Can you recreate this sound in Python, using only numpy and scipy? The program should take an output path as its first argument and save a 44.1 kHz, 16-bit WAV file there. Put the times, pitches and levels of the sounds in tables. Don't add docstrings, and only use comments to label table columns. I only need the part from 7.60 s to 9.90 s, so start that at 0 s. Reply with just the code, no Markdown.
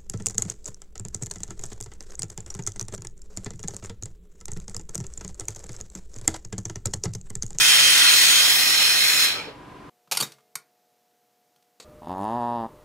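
import sys
import numpy as np
from scipy import signal
from scipy.fft import rfft, irfft
from scipy.io import wavfile
from scipy.ndimage import uniform_filter1d

SR = 44100
rng = np.random.default_rng(int(sys.argv[2]) if len(sys.argv) > 2 else 0)


def pcm_store(signal):
    levels = np.round(np.clip(np.atleast_2d(signal), -1, 1) * 32767)
    wavfile.write(sys.argv[1], SR, levels.astype(np.int16).T)


N = 101297
T = np.arange(N) / SR
SIZE, HOP = 2048, 256
HZ = np.fft.rfftfreq(SIZE, 1 / SR)
FRAME_S = np.arange(N // HOP + 5)[:, None] * HOP / SR


def amp(db):
    return 10 ** (np.asarray(db) / 20)


def unit(x):
    return x / np.sqrt(np.mean(x ** 2) + 1e-20)


def read(points):
    f, value = np.transpose(points)
    return np.interp(np.log(HZ + 1), np.log(f + 1), value)


def wander(rate_hz):
    f = np.fft.rfftfreq(N, 1 / SR)
    spectrum = rfft(rng.standard_normal(N)) / (1 + (f / rate_hz) ** 4)
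    return unit(irfft(spectrum, N))


def noise(gain, same, phase=0):
    white = rng.standard_normal((2, (len(FRAME_S) - 1) * HOP))
    left, other = signal.stft(white, nperseg=SIZE, noverlap=SIZE - HOP)[2].transpose(0, 2, 1)
    same = np.clip(same, -1, 1)
    right = (same * left + np.sqrt(1 - same ** 2) * other) * np.exp(-1j * phase)
    frames = np.array([left, right]) * gain
    return signal.istft(frames.transpose(0, 2, 1), nperseg=SIZE, noverlap=SIZE - HOP)[1][:, :N]


# (frequency [Hz], relative density before the iron shifts [dB], after [dB])
JET_COLOUR = [(200, -27.0, -28), (500, -20.0, -16), (930, -14, -14), (1290, -6.5, -7.0), (1960, -3.5, -2.5),
              (3000, -1, 0.5), (4760, -1.0, 0.5), (6920, -6.0, -5.5), (9000, -5, -7), (10640, -10, -8),
              (13500, -16, -13.5), (15500, -17, -15)]
# (frequency [Hz], width [Hz], lift before the shift [dB], lift after [dB])
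HOLLOW_LIFTS = [(1060, 140, -3.5, -2.5), (1594, 70, 0, 4), (1934, 45, 7.5, 8.5), (2103, 44, 6, 9),
                (2280, 130, -2, -4), (2380, 30, 2, 2), (2474, 38, 9, 9.5), (2522, 46, 1.5, 3),
                (2663, 19, 0, 7), (2810, 250, 0.5, -6.5), (3144, 51, 10.5, 6), (3197, 36, 11, 2),
                (3350, 44, 5.5, 5), (3670, 110, 6, -5.5), (3750, 85, -0.5, 3.5), (4200, 41, 5, 8),
                (4130, 310, 4, 4.5), (4710, 390, -1.5, -4.5), (5130, 41, 8.5, 8.5), (5290, 64, 3.5, 6),
                (5620, 25, 6, 11), (5840, 250, -2.5, -7.5), (6636, 160, 6, -0.5), (7040, 200, 5, 4),
                (7480, 240, -14.5, -6.5), (7985, 45, 3, -2), (8970, 340, 5, -0.5), (9770, 300, -3, 4),
                (11230, 470, -7.5, -4), (13200, 400, -1, 2)]
FIRST_DB, LATER_DB = -14, -16.5
SHIFT_S, SHIFT_TAKES_S = 0.82, .25
SHUT_S, RING_FADE_S = 1.641, 0.35
JET_LOW_HZ = 170
RIPPLE_DB = 2.5


def jet_colour(shut_s):
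    table = np.array(JET_COLOUR)
    first, later = read(table[:, [0, 1]]), read(table[:, [0, 2]])
    ring_first, ring_later = 0, 0
    for hz, width, first_db, later_db in HOLLOW_LIFTS:
        bell = 1 / (1 + (2 * (HZ - hz) / width) ** 2)
        ring_first = ring_first + first_db * bell
        ring_later = ring_later + later_db * bell
    ripple = RIPPLE_DB * rng.standard_normal((2, 2, 1, len(HZ)))
    first = amp(FIRST_DB) * unit(amp(first + ring_first + ripple[0]))
    later = amp(LATER_DB) * unit(amp(later + ring_later + ripple[1]))
    later = later * amp(-ring_later * np.minimum(shut_s / RING_FADE_S, 1))
    shifted = np.clip((FRAME_S - SHIFT_S) / SHIFT_TAKES_S + .5, 0, 1)
    bass_cut = HZ ** 2 / np.hypot(HZ ** 2, JET_LOW_HZ ** 2)
    return ((1 - shifted) * first + shifted * later) * bass_cut


# (time [s], relative level [dB])
STEAM_FLOW = [(0, -0.06), (.25, 0.5), (.58, 0.1), (.72, 0.5), (.86, -0.14), (1.0, -0.1), (1.12, 0.2),
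              (1.35, -.5), (1.5, -0.86), (1.64, 0.6)]
# (time [s], relative level [dB])
TOP_TREBLE = [(0, 1.3), (.45, 1.3), (.6, 4.2), (.8, 1.5), (.95, 5), (1.1, -0.5), (1.3, -0.5), (1.64, 1)]
TOP_HZ = 11400
# (frequency [Hz], fall [dB/s])
DRAIN_RATE = [(500, 27), (1400, 80), (2500, 94), (5000, 121), (9000, 171), (15000, 183)]
EMPTY_S, EMPTY_DB_PER_S = 1.905, 145
# (frequency [Hz], likeness of left and right [-1 to 1])
PORT_LIKENESS = [(200, .92), (700, .8), (1100, .55), (1900, .62), (2600, .45), (3500, .42), (4300, .56),
                 (5300, .62), (6000, .25), (7000, .68), (7700, .4), (15000, .35)]
# (frequency [Hz], lead of the left [rad])
PORT_PHASE = [(200, 0), (900, .3), (1100, .95), (2000, .9), (2500, .6), (2800, -1), (3200, -3),
              (3700, -3.3), (4400, -3.9), (5000, -5.3), (5700, -5.2), (6300, -7.1), (6650, -6.1),
              (7200, -6), (8200, -5), (8900, -3.6), (9900, -1.5), (10400, .6), (12000, 0), (15000, .9)]
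# (frequency [Hz], left minus right [dB])
PORT_BALANCE = [(60, 0.077), (130, 0.5), (290, 0.0), (640, 0.87), (1410, 1), (3100, -1), (6820, -0.71),
                (15000, 0.0)]
FLUTTER_DB, PATCH_DB = 0.62, 1.36


def steam():
    shut_s = np.maximum(FRAME_S - SHUT_S, 0)
    colour = jet_colour(shut_s)
    patches = rng.standard_normal((len(FRAME_S), len(HZ)))
    patches = uniform_filter1d(patches, size=20, axis=0)
    patches = unit(uniform_filter1d(patches, size=20, axis=1))
    drain = read(DRAIN_RATE) * shut_s + EMPTY_DB_PER_S * np.maximum(FRAME_S - EMPTY_S, 0)
    sides = np.array([.5, -.5])[:, None, None] * read(PORT_BALANCE)
    treble = 1 - 1 / (1 + (HZ / TOP_HZ) ** 10)
    top = np.interp(FRAME_S, *np.transpose(TOP_TREBLE)) * treble
    flow = np.interp(FRAME_S, *np.transpose(STEAM_FLOW))
    level = flow + top - drain + PATCH_DB * patches + sides
    jet = noise(colour * amp(level), read(PORT_LIKENESS), read(PORT_PHASE))
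    return jet * amp(FLUTTER_DB * wander(rate_hz=70))


# (frequency [Hz], relative density [dB])
FAN_RUSH = [(20, -36), (45, -15), (135, -10.5), (270, -10.5), (400, -10), (620, -16.5), (740, -13),
            (870, -16.5), (1000, -13.5), (1350, -19), (1700, -22), (2800, -26.5), (6000, -38.5),
            (12000, -45.5), (15500, -63)]
# (frequency [Hz], likeness of left and right [-1 to 1])
ROOM_LIKENESS = [(50, 0.9), (300, 0.89), (1000, 0.39), (3000, 0.8), (12000, .3)]
# (frequency [Hz], mean level [dB], drop before the tones come forward at 1.89 s [dB])
MOTOR_TONES = [(47.3, -62.5, -2), (119, -60, 0.5), (138, -61.5, 0), (176, -61, 0.5), (292.8, -54.5, 1),
               (982, -55.5, 3), (1032, -56.5, 13), (1077, -84, 7), (1222, -63.5, 3), (1620, -65, 3.5),
               (1680, -74, 0)]
RUSH_DB = -45.5
WHINE_HZ, WHINE_WIDTH_HZ, WHINE_DB = 12050, 120, -86
HUM_WAVER_DB, HUM_DRIFT_HZ = 1, 2.5
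TONES_RISE_S, TONES_RISE_TAKES_S = 1.89, 0.21


def workshop():
    rush = amp(RUSH_DB) * unit(amp(read(FAN_RUSH)))
    whine = amp(WHINE_DB) * unit(np.exp(-.5 * ((HZ - WHINE_HZ) / WHINE_WIDTH_HZ) ** 2))
    out = noise(np.hypot(rush, whine), read(ROOM_LIKENESS))
    held_back = np.clip((TONES_RISE_S - T) / TONES_RISE_TAKES_S + .5, 0, 1)
    for hz, db, held_back_db in MOTOR_TONES:
        turns = np.cumsum(hz + HUM_DRIFT_HZ * wander(rate_hz=7.8)) / SR + rng.random()
        level = db - held_back_db * held_back + HUM_WAVER_DB * wander(rate_hz=5.4)
        out = out + np.sqrt(2) * amp(level) * np.sin(2 * np.pi * turns)
    return out


# (time [s], half length [s], centre [Hz], width [octaves], peak level [dB])
RUBS = [(0.021, 0.022, 135, .25, -46.5), (0.271, .06, 122, .25, -51), (1.777, 0.016, 1300, 0.15, -35),
        (1.78, 0.019, 480, 0.51, -41), (1.79, 0.044, 2350, .06, -38.5), (1.832, .07, 860, 0.084, -49.5),
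        (1.888, 0.025, 437, .5, -41)]


def brushes():
    out = np.zeros((2, N))
    for s, half, hz, octaves, db in RUBS:
        band = unit((1 + .5 * (np.log2((HZ + 1) / hz) / octaves) ** 2) ** -2)
        swell = np.exp(-.5 * ((T - s) / half) ** 2)
        out += amp(db) * swell * noise(band, read(ROOM_LIKENESS))
    return out


def scene():
    return steam() + workshop() + brushes()


EDGE_HZ = 15750


def record(dry):
    lowpass = signal.firwin(801, EDGE_HZ, window=("kaiser", 9), fs=SR)
    return signal.oaconvolve(dry, lowpass[None], "same")


dry = scene()
out = record(dry)
pcm_store(out)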